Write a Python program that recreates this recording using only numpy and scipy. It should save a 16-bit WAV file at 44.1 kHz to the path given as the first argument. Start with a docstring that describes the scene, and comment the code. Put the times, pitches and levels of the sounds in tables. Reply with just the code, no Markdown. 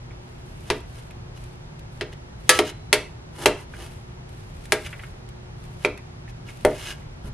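"""Breaking up rice in a steel pot

A steel spoon breaks up cooked rice in a stainless pot on a wooden table, in a small humming kitchen.
Knocks are noise bursts and decaying modes of spoon and pot; once the pot tips and its wall rings freely.
Between them, scrapes are random clicks through steel resonances, and the sticky rice crackles and snaps.
Dull table bumps are shaped noise; the room adds a short reverberation, a rumble and a wavering hum."""
import sys
import numpy as np
from scipy import signal
from scipy.fft import rfft, irfft, next_fast_len
from scipy.io import wavfile

SR = 44100
rng = np.random.default_rng(int(sys.argv[2]) if len(sys.argv) > 2 else 0)


def digitize_waveform(pressure):
    """Quantize a signal to 16-bit integers and store it at the path in sys.argv[1].

    Rows of a 2-D input are taken as channels; values are limited to [-1, 1].
    """
    field = np.atleast_2d(pressure).T
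    bounded = np.clip(field, -1, 1)
    quanta = np.round(bounded * 32767).astype(np.int16)
    wavfile.write(sys.argv[1], SR, quanta)


N = 323401
TIME = np.arange(N) / SR
RING_TIME = TIME[:SR]  # one second, room for any single sound

# Appliance hum. Each row: frequency in Hz, level in dB rms.
HUM_TONES = [(120, -47.5), (151, -51.5), (240, -61), (360.5, -57.5)]
# Colour of the kitchen air. Each row: frequency in Hz, relative density in dB per Hz.
AIR_COLOUR = [(12, -36.5), (22, -7.5), (45, 1.5), (103, 0), (135, -1.5), (286, -16.5), (367, -15),
              (525, -19.5), (914, -20.5), (994, -23.5), (6010, -40), (7930, -46.5), (10200, -48),
              (11700, -53), (13100, -87), (15000, -83.5)]
# Side against mid for the diffuse air. Each row: frequency in Hz, gain in dB.
AIR_WIDTH = [(30, -25.5), (110, -25), (200, -5), (380, 0.5), (1200, 4), (8000, 6.5)]
# Side against mid for the nearby pot. 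Each row: frequency in Hz, gain in dB.
POT_WIDTH = [(100, -30.5), (400, -26), (1000, -16.5), (2200, -14.5), (4500, -6.5), (9000, -1.5)]
# Dull bumps of pot and hand on the table. Each row: start in seconds, level in dB rms before the decay.
TABLE_BUMPS = [(.702, -27), (3.459, -27), (6.65, -24.5), (7.243, -29.5)]
# Colour of a bump. Each row: frequency in Hz, relative density in dB per Hz.
BUMP_COLOUR = [(25, -1), (55, -1), (160, -6.5), (300, -18), (1000, -43), (5000, -80)]
# Pushes of the spoon through the rice.
# Each row: start in seconds, length in seconds, relative crackle level at the end in dB.
RICE_PUSHES = [(0.213, 0.54, -50.5), (0.845, 0.17, -51.5), (1.363, 0.11, -53.5), (1.9, .09, -56.5),
               (2.37, .17, -53), (3.78, 0.16, -52), (4.266, 0.63, -46), (4.897, 0.14, -50),
               (5.56, 0.3, -54.5), (6.48, 0.37, -44.5)]
# Wet snaps of rice pulling apart. Each row: start in seconds, relative level in dB.
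RICE_SNAPS = [(0.606, -37), (0.804, -34), (1.109, -33.5), (1.439, -33.5), (1.793, -32.5), (4.292, -35),
              (4.655, -27), (5.289, -32), (5.64, -37), (5.976, -30)]
# Colour of crackling rice. Each row: frequency in Hz, gain in dB.
RICE_COLOUR = [(800, -10), (2500, 3.5), (6000, -6), (10000, -3.5), (12000, -8.5), (13500, -14),
               (15500, -38.5)]
# Spoon strokes on the steel. Each row: strongest moment in seconds, length in seconds (twice the sum
# of the rising and falling sigma), relative level in dB, rice under the spoon from 0 to 1.
SPOON_STROKES = [(0.682, 0.052, -50, 0.6), (0.987, 0.089, -55.5, 0.78), (1.375, 0.042, -52, 0.5),
                 (2.132, .024, -49.5, 0.44), (2.567, 0.12, -32.5, 0.52), (2.686, 0.073, -34, 0.2),
                 (3.44, 0.15, -44.5, 0.93), (3.61, 0.094, -56.5, 0.99), (3.833, 0.2, -49.5, 0.78),
                 (4.866, 0.048, -40, 0.33), (5.845, 0.075, -47.5, 0.55), (6.302, .04, -53.5, .4),
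                 (6.499, .07, -47, 0.37), (6.808, 0.22, -43, 0.44), (6.899, .11, -34.5, 0),
                 (7.273, 0.072, -57, 0.96)]
# Colour of the broad rasp. Each row: frequency in Hz, gain in dB.
RASP_COLOUR = [(200, -8), (500, 5), (1100, 8), (2200, 19), (4500, -10), (8000, -63.5), (15000, -47.5)]
# Colour of the scrape's hiss. Each row: frequency in Hz, gain in dB.
HISS_COLOUR = [(1500, -19.5), (4000, -12.5), (6200, -2), (7500, -4), (9800, 6), (11500, -2), (13300, -11.5),
               (14500, -33.5), (16000, -39.5)]
# Resonances of spoon and pot in contact. Each row: frequency in Hz, width in Hz, gain in dB.
RUB_RESONANCES = [(1652, 72, 14), (2100, 210, 14.5), (2545, 220, 14), (2856, 190, 17.5), (3350, 80, 4.5),
                  (3980, 140, -26), (4120, 100, -17.5), (5930, 490, -6)]
# Light taps of the spoon. Each row: start in seconds, relative level in dB, spoon pitch in Hz.
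LIGHT_TAPS = [(0.1078, -43.5, 2270), (1.1061, -42, 2520), (2.1263, -39.5, 2590), (3.7365, -36, 1490),
              (4.861, -29.5, 2280), (4.928, -27.5, 2000), (4.993, -31, 2010), (5.034, -33, 1310),
              (5.9737, -39, 2280), (6.2774, -42.5, 1780), (6.4864, -36, 2450), (7.02, -45, 2060)]
# The bowl of the spoon, pressed on steel.
# Each row: multiple of its pitch, level in dB, t60 in seconds before any further damping.
SPOON_MODES = [(0.581, -39, .012), (.81, -5, 0.017), (1.001, 5, 0.02), (1.14, -2.5, 0.026),
               (1.62, -11, 0.031)]
# Free wall of the tipped pot.
# Each row: frequency in Hz, level in dB, t60 in seconds before any further damping.
WALL_MODES = [(510.4, 3.5, 0.25), (1164, 0, .25), (1305, 4, 0.41), (1650, -7.5, 0.28), (1717, 8.5, 0.17),
              (1907, -1, 0.28), (2184, -13, 0.6), (2374, -9, 0.29), (2542, -16.5, .16), (3020, -7, 0.31),
              (3276, 3.5, 0.14), (3704, -5.5, 0.2), (4050, -17, .75), (4720, 3, 0.14), (5100, -13, .18),
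              (4870, -15, .4), (5200, -13, .14), (6130, -8, 0.22), (9390, 1.5, 0.083)]
# Pot loaded with rice. Each row: frequency in Hz, level in dB, t60 in seconds.
POT_MODES = [(231.5, -16, 0.27), (294.1, -10, 0.24), (350.6, -4, .14), (379, 4, 0.1), (423, -2, 0.16),
             (489.7, -5.5, 0.19), (611.8, -6.5, 0.22), (666, -6.5, 0.16), (761, -6.5, 0.11),
             (824, -12, 0.18), (926.5, -0.5, 0.085), (1200, -6.5, 0.064), (1368, -8, 0.045),
             (1636, -1.5, 0.081), (2080, 7, 0.03), (2200, -11.5, 0.048), (2610, 0, 0.07),
             (3233, 1.5, 0.045)]
# Knocks on the pot. Each row: start in seconds, relative level in dB, brightness in dB per octave,
# hollowness from -1 to 1, spoon pitch in Hz, relative spoon level in dB, floor pitch in Hz.
POT_KNOCKS = [(0.7015, -10.5, -2.5, -0.28, 3450, 8, 962), (2.0101, -16.5, -3.5, -0.77, 2100, 4.5, 426),
              (2.4923, -11, 2.5, -0.081, 2700, -3, 500), (2.5897, -4.5, -3, 0.13, 1890, 5, 406),
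              (2.9284, -9.5, 0.58, -0.085, 2140, 3.5, 426), (3.4584, -4.5, -1.4, .2, 2760, 4.5, 616),
              (4.721, -11, -.6, 0.27, 2000, -2, 613), (5.8487, -9.5, -4, -0.11, 2360, 14.5, 1050),
              (6.6496, -3.5, -5, 0.89, 2120, -2, 610)]
# Colour of a knock's contact noise. Each row: frequency in Hz, gain in dB.
CONTACT_COLOUR = [(150, -21), (350, 0.5), (900, 1), (1300, 1.5), (2200, 4.5), (3300, 1.5), (4500, -1),
                  (7500, -7), (10000, -4), (11800, -12), (13500, -21), (16000, -87)]
# Tone of a hollow knock, which booms and ticks more and clacks less.
# Each row: frequency in Hz, gain in dB at hollowness 1.
HOLLOW_TONE = [(380, 1), (750, 9), (2100, -1.5), (4800, -3), (10000, 10)]

AIR_DB = -40  # rms
TIP_S, TIP_DB = 2.4922, -21
DAMPING_AFTER_S = 0.12  # the low wall modes begin to be damped this long after the pot tips
SWELL_SHARE = 0.62  # part of a stroke spent pressing harder; the rest lets go
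# what a stroke adds to its rasp: dB on bare steel, dB on a bed of rice
STROKE_HISS_DB, STROKE_FLOOR_DB = (-19, 1.5), (-15.5, 9.5)
# the crackle grows as the clump is squeezed and dies when it gives way
PUSH_ATTACK_S, PUSH_BUILD_DB_PER_S, PUSH_RELEASE_DB_PER_S = .03, 22, 110
TOP_HZ = 15800  # upper limit of the finished sound


def undb(db):
    """Decibels to gain."""
    return 10 ** (np.asarray(db) / 20)


def unit(x):
    """Scale to rms 1."""
    return x / np.sqrt(np.mean(x ** 2))


def colour(x, points):
    """Causal minimum-phase filter through (Hz, dB) points."""
    size = 2 * next_fast_len(x.shape[-1] // 2 + 1024)
    point_hz, point_db = np.transpose(points)
    bin_hz = np.arange(size // 2 + 1) * SR / size
    gain_db = np.interp(np.log(bin_hz + 1), np.log(point_hz), point_db)
    # folding the cepstrum forward in time keeps the filter from sounding before its input
    cepstrum = irfft(np.log(undb(gain_db)))[:size // 2]
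    cepstrum[1:] *= 2
    response = np.exp(rfft(cepstrum, size))
    return irfft(rfft(x, size) * response)[..., :x.shape[-1]]


def stereo(mid, side, width=POT_WIDTH):
    """Left and right: alike in the bass, apart in the treble."""
    return mid + np.array([[1], [-1]]) * colour(side, width)


def noise(size):
    """Diffuse noise at the two microphones."""
    return stereo(*rng.standard_normal((2, size)))


def fade(t60):
    """Exponential decay, 60 dB down after t60 seconds."""
    return np.exp(-np.log(1000) * RING_TIME / t60)


def wander(rate):
    """A random course at rms 1, with rate new targets a second."""
    knots = rng.standard_normal(N // 50)
    return unit(np.interp(TIME * rate, np.arange(len(knots)), knots))


def add(track, s, sound):
    """Mix a sound into a track at time s."""
    start = int(s * SR)
    track[:, start:start + sound.shape[-1]] += sound[..., :N - start]


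def grains(rate, spread_db):
    """Tiny clicks at random times, most weak and a few strong, at rms 1."""
    happens = rng.random(N) < rate / SR
    strength = undb(spread_db * np.minimum(rng.exponential(size=N), 4))
    clicks = happens * strength * rng.standard_normal((2, N))
    return unit(stereo(*clicks))


def resonate(x, resonances):
    """Sum of (Hz, width Hz, dB) resonances driven by x, at rms 1."""
    total = 0
    for hz, width, db in resonances:
        b, a = signal.iirpeak(hz, hz / width, fs=SR)
        total = total + undb(db) * signal.lfilter(b, a, x)
    return unit(total)


def ring(modes, detune, scatter_db):
    """Struck modes as decaying sines; each mode's pitch and strength vary a little at random."""
    mid, side = np.zeros((2, SR))
    for k, (hz, db, t60) in enumerate(modes):
        shift, strength, lean = rng.standard_normal(3)
        t = RING_TIME[RING_TIME < 2 * t60]
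        level = (-1) ** k * undb(db + scatter_db * strength)  # neighbouring modes start in opposite phase
        decay = np.exp(-np.log(1000) * t / t60)
        wave = level * decay * np.sin(2 * np.pi * hz * (1 + detune * shift) * t)
        mid[:len(t)] += wave
        side[:len(t)] += np.tanh(lean) * wave
    return stereo(mid, side)


def background(waver=.2):
    """Low rumble of the room, as coloured noise, and a hum of sines wavering in level and phase."""
    air = stereo(*rng.standard_normal((2, N)), AIR_WIDTH)
    out = undb(AIR_DB) * unit(colour(air, AIR_COLOUR))
    for hz, db in HUM_TONES:
        level = undb(db) * np.sqrt(2) * (1 + waver * wander(6.7))
        phase = 2 * np.pi * hz * TIME + waver * wander(13.0)
        out = out + level * np.sin(phase)
    return out


def kitchen(x, wet_db=-7, low_t60=0.3, high_t60=0.074, treble=0.37, gap_s=0.0026):
    """Table and near walls answer within milliseconds, as decaying noise; the treble dies first."""
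    diffuse = noise(SR)
    low = signal.sosfilt(signal.butter(1, 3000, fs=SR, output="sos"), diffuse)
    high = diffuse - low
    opening = np.clip(RING_TIME / gap_s - 1, 0, 1)  # silent for one gap, full after two
    tail = (low * fade(low_t60) + treble * high * fade(high_t60)) * opening
    tail /= np.sqrt(np.sum(fade(low_t60) ** 2))
    return x + undb(wet_db) * signal.fftconvolve(x, tail, axes=1)[:, :N]


def bumps(t60=0.28):
    """The table takes up the push as a dull thump of fading low noise."""
    out = np.zeros((2, N))
    for s, db in TABLE_BUMPS:
        thump = unit(colour(noise(SR), BUMP_COLOUR)) * fade(t60)
        add(out, s, undb(db) * thump)
    return out


def rice_crackle(crackle_db=-4, clumping_db=2.0):
    """Moist grains part with a fine, uneven crackle that builds during each push."""
    squeeze = np.zeros(N)
    for start, length, db in RICE_PUSHES:
        to_end = start + length - TIME
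        slope = np.where(to_end > 0, PUSH_BUILD_DB_PER_S, PUSH_RELEASE_DB_PER_S)
        attack = np.clip((TIME - start) / PUSH_ATTACK_S, 0, 1)
        push = undb(db - slope * np.abs(to_end)) * attack
        squeeze = np.maximum(squeeze, push)
    crackle = grains(rate=4000, spread_db=2) * undb(clumping_db * wander(70))
    return unit(colour(crackle, RICE_COLOUR)) * undb(crackle_db) * squeeze


def rice_snaps(snap_db=-7, snap_t60=0.025):
    """Sticky grains snap apart in short bursts of noise."""
    out = np.zeros((2, N))
    for s, db in RICE_SNAPS:
        snap = colour(noise(SR) * fade(snap_t60), RICE_COLOUR)
        add(out, s, undb(db + snap_db) * snap)
    return out


def scrapes(broad_db=-6, wall_db=-8, wall_width_hz=30, floor_width_hz=70):
    """The spoon's edge slips in dense tiny jerks, which rasp in the steel's resonances and hiss above."""
    pressure, sharpness, weight = np.zeros((3, N))
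    for top, length, db, bed in SPOON_STROKES:
        rise, fall = SWELL_SHARE * length / 2, (1 - SWELL_SHARE) * length / 2
        sigma = np.where(TIME < top, rise, fall)
        stroke = undb(db) * np.exp(-.5 * ((TIME - top) / sigma) ** 2)
        pressure += stroke
        sharpness += stroke * undb(np.interp(bed, (0, 1), STROKE_HISS_DB))
        weight += stroke * undb(np.interp(bed, (0, 1), STROKE_FLOOR_DB))
    catching = undb(2.2 * wander(450))
    slips = grains(rate=9000, spread_db=1.5) * catching
    # the upper modes of the wall sing faintly along
    upper_wall = [(hz, wall_width_hz, 0) for hz, _, _ in WALL_MODES if hz > 2000]
    singing = resonate(slips, upper_wall)
    broad = unit(colour(slips, RASP_COLOUR))
    rasp = resonate(slips, RUB_RESONANCES) + undb(wall_db) * singing + undb(broad_db) * broad
    # dragging a clump of rice makes the floor grumble, with the contrast between its modes halved in dB
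    floor = [(hz, floor_width_hz, db / 2) for hz, db, _ in POT_MODES if 350 < hz < 1500]
    grumble = resonate(slips, floor)
    hiss = unit(colour(noise(N) * catching, HISS_COLOUR))
    return rasp * pressure + hiss * sharpness + grumble * weight


def spoon(hz):
    """A short clack of the spoon's bowl, its modes set at multiples of the given pitch."""
    modes = [(hz * multiple, db, t60) for multiple, db, t60 in SPOON_MODES]
    return ring(modes, detune=0.0062, scatter_db=3.5)


def taps(tap_db=-3, grit_db=-6, grit_t60=0.074):
    """The spoon touches steel lightly through a film of starch, a soft-edged clack with some grit."""
    out = np.zeros((2, N))
    onset = 1 - np.exp(-RING_TIME / .001)  # time constant 1 ms
    for s, db, hz in LIGHT_TAPS:
        grit = undb(grit_db) * colour(noise(SR) * fade(grit_t60), RASP_COLOUR)
        add(out, s, undb(db + tap_db) * (spoon(hz) + grit) * onset)
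    return out


def tipped_pot(overtones_db=-17, overtone_t60=.22, slope_db=-4, table_damping_db_per_s=110):
    """Off the table, the wall rings with a shimmer of overtones; the table then damps its low modes."""
    pitches = np.geomspace(1300, 11000, 44)
    overtones = [(hz, overtones_db + slope_db * np.log2(hz / 2000), overtone_t60) for hz in pitches]
    low = ring([mode for mode in WALL_MODES if mode[0] < 2000], detune=.0002, scatter_db=.3)
    high = ring([mode for mode in WALL_MODES if mode[0] >= 2000], detune=.0002, scatter_db=.3)
    shimmer = ring(overtones, detune=.012, scatter_db=3)
    damping = undb(-table_damping_db_per_s * np.maximum(RING_TIME - DAMPING_AFTER_S, 0))
    out = np.zeros((2, N))
    add(out, TIP_S, undb(TIP_DB) * (low * damping + high + shimmer))
    return out


def burst(t60):
    """A short crack of fading noise, about equally strong at all frequencies."""
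    spectrum = rfft(rng.standard_normal((2, SR)) * fade(t60))
    flat = spectrum / np.abs(spectrum)  # keep only the phases
    crack = irfft(flat, SR) * fade(10 * t60)
    return stereo(*crack) * np.sqrt(np.sum(fade(t60) ** 2))


def knocks(crack_db=3, crack_t60=0.019, rattle_db=-5, hollow_rattle_db=-4, rattle_t60=0.079,
           modes_db=-12, spoon_db=-5, floor_db=-2):
    """A crack at the contact, the spoon's clack, a quickly damped noisy rattle and the pot's low modes."""
    out = np.zeros((2, N))
    band_hz, hollow_db = np.transpose(HOLLOW_TONE)
    for s, db, brightness, hollowness, hz, clack_db, floor_hz in POT_KNOCKS:
        crack = undb(crack_db) * burst(crack_t60)
        # the noise stands for dense overtones
        rattle = undb(rattle_db + hollow_rattle_db * hollowness) * noise(SR) * fade(rattle_t60)
        contact = 2 * colour(crack + rattle, CONTACT_COLOUR)  # both doubled against body and clack
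        # the spot struck adds a short floor mode at its own pitch
        modes = POT_MODES + [(floor_hz, floor_db, .07)]
        body = undb(modes_db) * ring(modes, detune=.004, scatter_db=.8)
        # pressed hard on the steel, the spoon is silenced almost at once
        clack = undb(spoon_db + clack_db) * spoon(hz) * fade(.025)
        # each knock has its own tilt from dull to bright, plus its share of hollow tone
        tilt_db = brightness * np.log2(band_hz / band_hz[0])
        tone_db = db + tilt_db + hollowness * hollow_db
        add(out, s, colour(contact + body + clack, list(zip(band_hz, tone_db))))
    return out


def scene():
    """Spoon and rice reverberate in the kitchen; the tipped pot, bumps and background stay dry."""
    in_room = rice_crackle() + rice_snaps() + scrapes() + taps() + knocks()
    return background() + bumps() + kitchen(in_room) + tipped_pot()


def record(dry):
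    """Microphones lose the highest treble, the hardest knocks overload the recorder, the top is cut."""
    picked_up = signal.sosfilt(signal.butter(8, 13200, fs=SR, output="sos"), dry)
    overloaded = np.tanh(picked_up)
    return signal.sosfilt(signal.ellip(8, .2, 80, TOP_HZ, fs=SR, output="sos"), overloaded)


dry = scene()
out = record(dry)
digitize_waveform(out)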